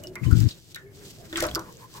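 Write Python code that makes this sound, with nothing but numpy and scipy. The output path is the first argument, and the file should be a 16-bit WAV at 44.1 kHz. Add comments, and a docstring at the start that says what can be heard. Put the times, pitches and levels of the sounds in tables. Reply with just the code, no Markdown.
"""Sand is flung into a wide basin with a pool in its bottom; the throw blows air across the left
microphone port. Fine grains hiss on the water, lumps tick as they hit, and drips ring with clear notes.
After a lull, sand is poured: a dense run of cracks and bubbles that ring in the hollow, gurgling basin.
The last thin streams drum on the pool.
Behind it all lies a low outdoor rumble, with a faint hooting tone early on."""
import sys
import numpy as np
from scipy import signal
from scipy.fft import rfft, irfft, next_fast_len
from scipy.io import wavfile
from scipy.ndimage import uniform_filter1d, map_coordinates

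SR = 44100
rng = np.random.default_rng(int(sys.argv[2]) if len(sys.argv) > 2 else 0)


def wav_record(signal):
    """Record a signal, one row per channel, as 16-bit PCM in the file named by sys.argv[1]."""
    frames = np.transpose(np.atleast_2d(signal))
    bounded = np.clip(frames, -1, 1)
    # unit amplitude maps onto the largest positive 16-bit level
    quanta = np.round(bounded * 32767).astype(np.int16)
    wavfile.write(sys.argv[1], SR, quanta)


N = 88200

# flow of falling sand (time [s], level [dB])
SAND_FLOW = [(0, -54), (0.025, -66.5), (0.08, -49), (0.11, -65.5), (0.21, -68), (0.245, -45.5), (0.3, -52),
             (0.4, -43), (0.465, -51.5), (0.5, -44), (0.55, -52), (0.65, -58.5), (0.7, -54), (0.8, -61),
             (0.915, -72), (0.935, -56.5), (1.02, -55.5), (1.05, -50), (1.105, -46.5), (1.125, -53),
             (1.31, -54.5), (1.38, -41), (1.46, -41.5), (1.53, -50.5), (1.66, -54.5), (1.89, -56.5),
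             (1.975, -48), (2, -60)]
# tone of grains on water (frequency [Hz], gain [dB])
GRAIN_COLOUR = [(700, -8.5), (1700, -10), (3000, 2), (4500, 4), (6500, 1), (8300, 1.5), (9400, -12),
                (12500, -7.5), (16000, -5.5)]
TOP_HZ, CRACK_T60_S = 16000, .0042
NOTE_HOLD_S, TICK_HOLD_S = .02, .003  # a hit carries the energy of its level held this long
LEFT_RIGHT = np.array([[.5], [-.5]])  # splits a difference between the channels


def sand():
    """Fine grains fizz on the surface, coarser ones standing out, over the churn of stirred water."""
    # lean of the fizz (frequency [Hz], left over right [dB])
    balance = [(1000, 2), (5000, -0.5), (8500, -4), (10000, 11), (15000, 4)]
    # swell of the stirred water (time [s], level [dB])
    stirring = [(0, -57), (0.13, -62), (0.25, -47), (0.43, -48.5), (0.52, -57.5), (0.62, -68), (0.73, -63),
                (0.85, -59.5), (1.31, -54.5), (1.38, -77), (1.5, -50), (1.63, -54.5), (1.75, -60.5)]
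    # tone of the stirred water (frequency [Hz], gain [dB])
    churn_colour = [(200, -49), (500, -2), (1000, 2), (1600, 7), (2300, 2.5), (3500, -6)]
    grains_per_s, spread_db = 2700, 3
    sizes = amp(spread_db * np.minimum(rng.exponential(size=N), 5))
    grains = (rng.random(N) < grains_per_s / SR) * sizes * rng.standard_normal((2, N))
    grains = causal(stereo(grains), lambda hz: amp(along(GRAIN_COLOUR, hz)))
    fizz = unit(noise(GRAIN_COLOUR) + amp(-2.5) * unit(grains))
    churn = amp(curve(stirring) - 3 + 3 * wobble(40.26)) * noise(churn_colour)
    return amp(curve(SAND_FLOW) - 1 + 2.08 * wobble(56.76)) * panned(fizz, balance) + churn


def specks(per_s=35):
    """Now and then one coarser grain ticks out of the hiss."""
    hits = (rng.random(N) < per_s / SR) * amp(3 * rng.standard_normal(N))
    t = np.arange(2 ** 8) / SR
    tick = burst(stereo(rng.standard_normal((2, len(t)))) * decay(t, CRACK_T60_S), TICK_HOLD_S)
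    train = signal.fftconvolve(hits[None], tick, axes=1)[:, :N]
    return amp(curve(SAND_FLOW) - 4) * causal(train, lambda hz: amp(along(GRAIN_COLOUR, hz)))


def lumps(ring_cycles=41):
    """Each lump cracks the surface, throws spray and rings one small bubble in the basin."""
    # lumps landing (time [s], bubble level [dB], bubble pitch [Hz], crack level [dB], right lag [s])
    landings = [(0.0369, -48, 7600, -35, 0.000124), (0.071, -36.5, 5320, -45, 0.00021),
                (0.1548, -50, 6440, -32, 0.00011), (0.312, -47, 10900, -36.5, 0.00017),
                (0.329, -40, 4820, -40, 0.00023), (0.403, -37, 5000, -29.5, 0.00013),
                (0.4879, -38.5, 5340, -41, 0.00023), (0.509, -38, 3930, -50, 0.00019),
                (0.7461, -36, 4000, -33, 0.0001), (0.7583, -44, 3700, -32.5, 0.00018),
                (1.328, -33, 3540, -38, 0.00018), (1.358, -25, 3290, -34.5, .0001),
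                (1.3723, -28, 7700, -26.5, 0.000098), (1.4054, -36.5, 10440, -22, .00012),
                (1.4245, -32, 8400, -24, 0.000086), (1.453, -32, 5950, -43, 0.00024),
                (1.467, -38, 11000, -29, .00016), (1.487, -35.5, 4140, -53, 0.000053),
                (1.513, -35, 3300, -37, 0.000091), (1.5489, -25, 5320, -23, 0.00014),
                (1.5552, -26, 4780, -18.5, 0.00019), (1.594, -43, 5960, -33.5, 0.00015),
                (1.726, -61, 6160, -43.5, 0.00013), (1.770, -49.5, 6500, -53, 0.00011)]
    # tone of the crack (frequency [Hz], gain [dB])
    crack_colour = [(1000, -15), (3000, -3.5), (7500, 0), (9500, -11.5), (12500, -1.5), (16000, -6)]
    out, t = np.zeros((2, N)), np.arange(2 ** 12) / SR
    spray = amp(-9) * decay(t, t60=.025)
    snap = (decay(t, CRACK_T60_S) + spray) * attack(t, .0004)
    for s, db, hz, crack_db, lag in landings:
        bubble = np.sin(2 * np.pi * hz * t) * decay(t, ring_cycles / hz) * attack(t, .000067)
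        ring = signal.fftconvolve(basin()[:, :len(t)], bubble[None], axes=1)[:, :len(t)]
        crack = stereo(rng.standard_normal((2, len(t)))) * snap
        crack = causal(crack, lambda f: amp(along(crack_colour, f)))
        tone = burst(bubble, TICK_HOLD_S) + amp(-10) * burst(ring, TICK_HOLD_S)
        hit = amp(db - .5) * tone + amp(crack_db - 4.5) * burst(crack, TICK_HOLD_S)
        add(out, s, lagged(hit, lag))
    return out


def plops():
    """A cavity closes behind a lump with a short note and sets the basin ringing around that pitch."""
    # closing cavities (time [s], level [dB], pitch [Hz], ring width [octaves])
    cavities = [(0.155, -41, 2132, 0.13), (0.155, -43.5, 1360, 0.45), (0.234, -43.5, 2224, 0.29),
                (0.242, -48, 1070, 0.13), (0.309, -36, 1420, 0.17), (0.488, -42.5, 4670, 0.38),
                (0.508, -42.5, 4340, 0.33), (0.745, -49, 3880, 0.45), (0.759, -40.5, 1750, 0.3),
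                (1.328, -37, 340, 0.75), (1.327, -40.5, 1710, 0.32), (1.357, -32.5, 2140, 0.57),
                (1.375, -31, 1550, 0.41), (1.406, -33, 1940, 0.2), (1.424, -24, 554, 0.56),
                (1.439, -29, 1360, 0.52), (1.449, -33.5, 603, 0.14), (1.557, -31, 1297, 0.26),
                (1.563, -30.5, 419, 0.27), (1.574, -35, 1027, 0.25)]
    out, t = np.zeros((2, N)), np.arange(2 ** 14) / SR
    for s, db, hz, width in cavities:
        ring = causal(basin(), lambda f: resonance(f, hz, width))
        note = np.sin(2 * np.pi * hz * t) * decay(t, t60=.0094) * attack(t, .00055)
        add(out, s, amp(db) * (burst(ring, NOTE_HOLD_S) + amp(-12.5) * burst(note, NOTE_HOLD_S)))
    return out


def basin():
    """The hollow basin answers one spot of the pool: air modes over a diffuse ring, quickly building."""
    # air modes (pitch [Hz], level [dB], t60 [s])
    air_modes = [(328, 4.5, 0.21), (398, -9, 0.19), (510, -4.5, 0.17), (603, 0, 0.17), (649, -7, 0.2),
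                 (732, -11, 0.16), (827, -10, 0.14), (918, -12, 0.18), (1025, -9, 0.18), (1142, -13, 0.18),
                 (1308, -12, 0.13), (1437, -8.5, 0.16), (1518, -10, 0.13), (1896, -11, 0.1)]
    # length of the diffuse ring (frequency [Hz], t60 [s])
    ring_times = [(200, 0.055), (800, 0.31), (2100, 0.15), (3200, 0.15), (5500, 0.029), (14000, 0.063)]
    hz, t, spectrum = signal.stft(stereo(rng.standard_normal((2, 2 ** 14))), SR, nperseg=256)
    tail = signal.istft(spectrum * decay(t, along(ring_times, hz)[:, None]), SR, nperseg=256)[1]
    t = np.arange(tail.shape[1]) / SR
    modes = sum(amp(db + rng.normal()) * decay(t, t60) * np.sin(2 * np.pi * (f * t + rng.random()))
                for f, db, t60 in air_modes)
    return (unit(tail) + amp(1) * unit(modes)) * attack(t, .001)


def showers(count=170, ring_cycles=13, octaves=.55, scatter_db=3.5):
    """Tiny bubbles, each a few cycles long, crackle where the sand breaks the surface."""
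    # bubble clouds; short ones are clumps bursting (time [s], spread [s], level [dB], middle pitch [Hz])
    clouds = [(0.41, 0.038, -45.5, 4260), (1.075, 0.022, -53, 5400), (1.381, 0.009, -33, 4400),
              (1.405, .0017, -25, 5400), (1.428, 0.0027, -32, 5100), (1.439, 0.0023, -29.5, 4400),
              (1.455, 0.011, -46.5, 4260), (1.491, 0.0036, -37, 2820)]
    out, t = np.zeros((2, N)), np.arange(2 ** 9) / SR
    for s, spread, db, middle in clouds:
        shower = np.zeros((2, N))
        for when, pitch, size, place in rng.standard_normal((count, 4)):
            hz = min(middle * 2 ** (octaves * pitch), TOP_HZ)
            bubble = np.sin(2 * np.pi * hz * t + place * LEFT_RIGHT) * decay(t, ring_cycles / hz)
            gain = amp(scatter_db * min(size, 2)) * np.sqrt(hz / middle)
            add(shower, s + spread * when, gain * bubble)
        out += amp(db) * burst(shower, 2 * spread)
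    return out


def drips(split_hz=50, waver_rad=.65, wavers_per_s=180):
    """A drip traps a bubble whose clear note wavers as the water moves and beats against its echo."""
    # ringing drips (time [s], level [dB], pitch [Hz], t60 [s])
    notes = [(0.038, -46, 2920, .14), (0.155, -40.5, 2135, .18), (0.232, -51, 2230, .08),
             (0.260, -48, 3020, .11), (0.746, -46.5, 3820, .11), (0.760, -46.5, 1785, .36),
             (0.862, -60, 2190, .22)]
    out, t = np.zeros((2, N)), np.arange(N) / SR

    def partial(hz):
        phase = 2 * np.pi * (hz * t + rng.random((2, 1)))
        return np.sin(phase + waver_rad * np.array([wobble(wavers_per_s), wobble(wavers_per_s)]))

    for s, db, hz, t60 in notes:
        note = partial(hz) + amp(-5) * partial(hz - split_hz * rng.uniform(.42, 2.12))
        add(out, s, amp(db) * burst(note * decay(t, t60) * attack(t, .001), NOTE_HOLD_S))
    return out


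def gurgles(octaves=.11):
    """Moving water keeps single air modes of the basin sounding."""
    # hollow swells (peak time [s], half-length [s], level [dB], pitch [Hz])
    swells = [(0.027, 0.15, -49.5, 621), (1.22, 0.061, -53.5, 667), (1.406, 0.096, -35, 337),
              (1.492, 0.05, -44, 700), (1.478, 0.15, -42, 66), (1.73, 0.17, -54.5, 478)]
    out = np.zeros((2, N))
    for s, half_length, db, hz in swells:
        hum = filtered(stereo(rng.standard_normal((2, N))), lambda f: resonance(f, hz, octaves))
        out += amp(db) * swell(s, half_length) * unit(hum)
    return out


def dribbles():
    """The last thin streams drum on the pool, each swelling and fading."""
    # streams (peak time [s], half-length [s], level [dB])
    streams = [(1.696, 0.041, -49), (1.834, 0.042, -47.5), (1.974, 0.037, -42)]
    # tone of the drumming (frequency [Hz], gain [dB])
    colour = [(500, -47), (800, -9), (930, 4), (1050, 6.5), (1300, -16), (1700, -9.5), (2300, -19),
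              (5000, -20.5)]
    flow = sum(amp(db) * swell(s, half_length) for s, half_length, db in streams)
    return flow * noise(colour)


def puff():
    """Air from the throw buffets the left microphone port alone."""
    # gust on the port (time [s], level [dB])
    gust = [(0.205, -55), (0.22, -18.5), (0.25, -28), (0.265, -12.5), (0.31, -19), (0.33, -7.5),
            (0.36, -14), (0.47, -13.5), (0.485, -17.5), (0.495, -57), (0.56, -55)]
    # bassy tone of the buffeting (frequency [Hz], gain [dB])
    colour = [(25, -21), (65, -2.5), (118, 3), (170, -6), (220, -16), (310, -13.5), (400, -29), (900, -72)]
    air = signal.hilbert(noise(colour)[0])
    power = np.abs(uniform_filter1d(np.abs(air) ** 2, size=1500)) / 2
    steady = air.real / np.sqrt(power + 1e-9)  # evened out, so the gust sets the shape
    return np.array([amp(curve(gust)) * steady, np.zeros(N)])


def rumble():
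    """A low outdoor rumble rises and falls."""
    # swell of the rumble (time [s], level [dB])
    levels = [(0, -45), (0.45, -46), (0.62, -57.5), (0.92, -52), (1.07, -48), (1.16, -52), (1.25, -44.5),
              (1.32, -54.5), (1.45, -41), (1.68, -48), (1.89, -55.5), (2, -47.5)]
    # its dark tone (frequency [Hz], gain [dB])
    colour = [(25, -12), (70, -8), (130, 1.5), (230, -9.5), (350, -7), (600, -17), (850, -27), (2000, -48)]
    return amp(curve(levels)) * noise(colour)


def hoots(bend=.064, waver=.017, flutter_db=2.5):
    """A faint, fluttering tone arches up and back down in pitch and level."""
    # hoots (start [s], length [s], level [dB], top pitch [Hz])
    notes = [(0.0, 0.23, -48, 368.6), (0.075, 0.082, -46, 369.5), (0.806, 0.14, -49, 403.5),
             (0.927, .19, -52, 404.6)]
    out, t = np.zeros(N), np.arange(N) / SR
    for s, length, db, hz in notes:
        arch = np.sin(np.pi * np.clip((t - s) / length, 0, 1))
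        pitch = hz * (1 - bend * (1 - arch) + waver * wobble(60.6))
        tone = np.sqrt(2) * np.sin(2 * np.pi * np.cumsum(pitch) / SR)
        out += amp(db + flutter_db * wobble(47.43)) * arch * tone
    return out


def amp(db):
    """Decibels to gain."""
    return 10 ** (np.asarray(db) / 20)


def unit(x):
    """Scale x to rms 1."""
    return x / np.sqrt(np.mean(x ** 2) + 1e-20)


def burst(x, seconds):
    """Scale x to the energy of rms 1 held for that long."""
    return x * np.sqrt(seconds * SR / (np.mean(np.sum(x ** 2, axis=-1)) + 1e-20))


def attack(t, seconds):
    """Rise to 1 with this time constant."""
    return 1 - np.exp(-t / seconds)


def decay(t, t60):
    """Fall by 60 dB every t60 seconds."""
    return amp(-60 * t / t60)


def swell(peak_s, half_length):
    """A bell-shaped fade in and out."""
    return np.exp(-2 * ((np.arange(N) / SR - peak_s) / half_length) ** 2)


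def along(points, hz):
    """Read (frequency, value) points on a log axis."""
    f, v = np.transpose(points)
    return np.interp(np.log(hz + 1), np.log(f + 1), v)


def curve(rows):
    """Join (time, value) points, one value per sample."""
    return np.interp(np.arange(N) / SR, *np.transpose(rows))


def wobble(rate):
    """A smooth random curve, rate knots a second."""
    return map_coordinates(rng.standard_normal(int(N * rate / SR) + 4), [np.arange(N) * rate / SR])


def resonance(hz, centre, octaves):
    """Gain of a resonant peak."""
    return (1 + (np.log2((hz + 1) / centre) / octaves) ** 2 / 2) ** -1.5


def filtered(x, response):
    """Pass x through a complex frequency response."""
    n = x.shape[-1]
    m = next_fast_len(n + 8192)
    return irfft(rfft(x, m) * response(np.fft.rfftfreq(m, 1 / SR)), m)[..., :n]


def causal(x, gain, size=8192):
    """Colour x with no sound ahead of its attack (minimum phase)."""
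    cepstrum = irfft(np.log(np.maximum(gain(np.fft.rfftfreq(size, 1 / SR)), 1e-4)))
    cepstrum[1:size // 2] *= 2
    cepstrum[size // 2 + 1:] = 0
    impulse = irfft(np.exp(rfft(cepstrum)))
    return signal.fftconvolve(x, impulse[None], axes=1)[:, :x.shape[1]]


def stereo(pair):
    """Make two unrelated signals partly alike."""
    # narrowness of the image (frequency [Hz], left-right likeness [0-1])
    likeness = [(100, 1), (500, 0.57), (1000, 0.62), (2000, 0.094), (12000, 0.45)]
    turn = lambda hz: np.arccos(np.clip(along(likeness, hz), -1, 1)) / 2
    mid, side = filtered(pair, lambda hz: np.array([np.cos(turn(hz)), np.sin(turn(hz))]))
    return np.array([mid + side, mid - side])


def noise(colour):
    """Coloured stereo noise of rms 1."""
    return unit(filtered(stereo(rng.standard_normal((2, N))), lambda hz: amp(along(colour, hz))))


def panned(x, balance):
    """Lean each frequency left or right."""
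    return filtered(x, lambda hz: amp(along(balance, hz) * LEFT_RIGHT))


def lagged(x, seconds):
    """Let the right channel trail the left."""
    return filtered(x, lambda hz: np.exp(2j * np.pi * hz * seconds * LEFT_RIGHT))


def add(out, s, x):
    """Mix x into out at time s."""
    i = max(round(s * SR), 0)
    out[:, i:i + x.shape[1]] += x[:, :N - i]


def scene():
    """Splashes and falling sand up front, the puff on the left, the outdoors behind."""
    # lean of the splashes (frequency [Hz], left over right [dB])
    balance = [(200, -1), (600, 2.5), (1500, 2), (4000, 0), (8000, -4), (13000, 1.5)]
    port_lag_s = .00016  # the right port hears the pool later
    splashes = lumps() + drips() + lagged(plops() + showers(), port_lag_s)
    pouring = lagged(sand() + specks() + dribbles() + gurgles(), port_lag_s)
    return panned(splashes, balance) + pouring + puff() + rumble() + hoots()


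def record(dry):
    """A steep low-pass cuts the very top."""
    return filtered(dry, lambda hz: 1 / (1 + (hz / TOP_HZ) ** 160))


dry = scene()
out = record(dry)
wav_record(out)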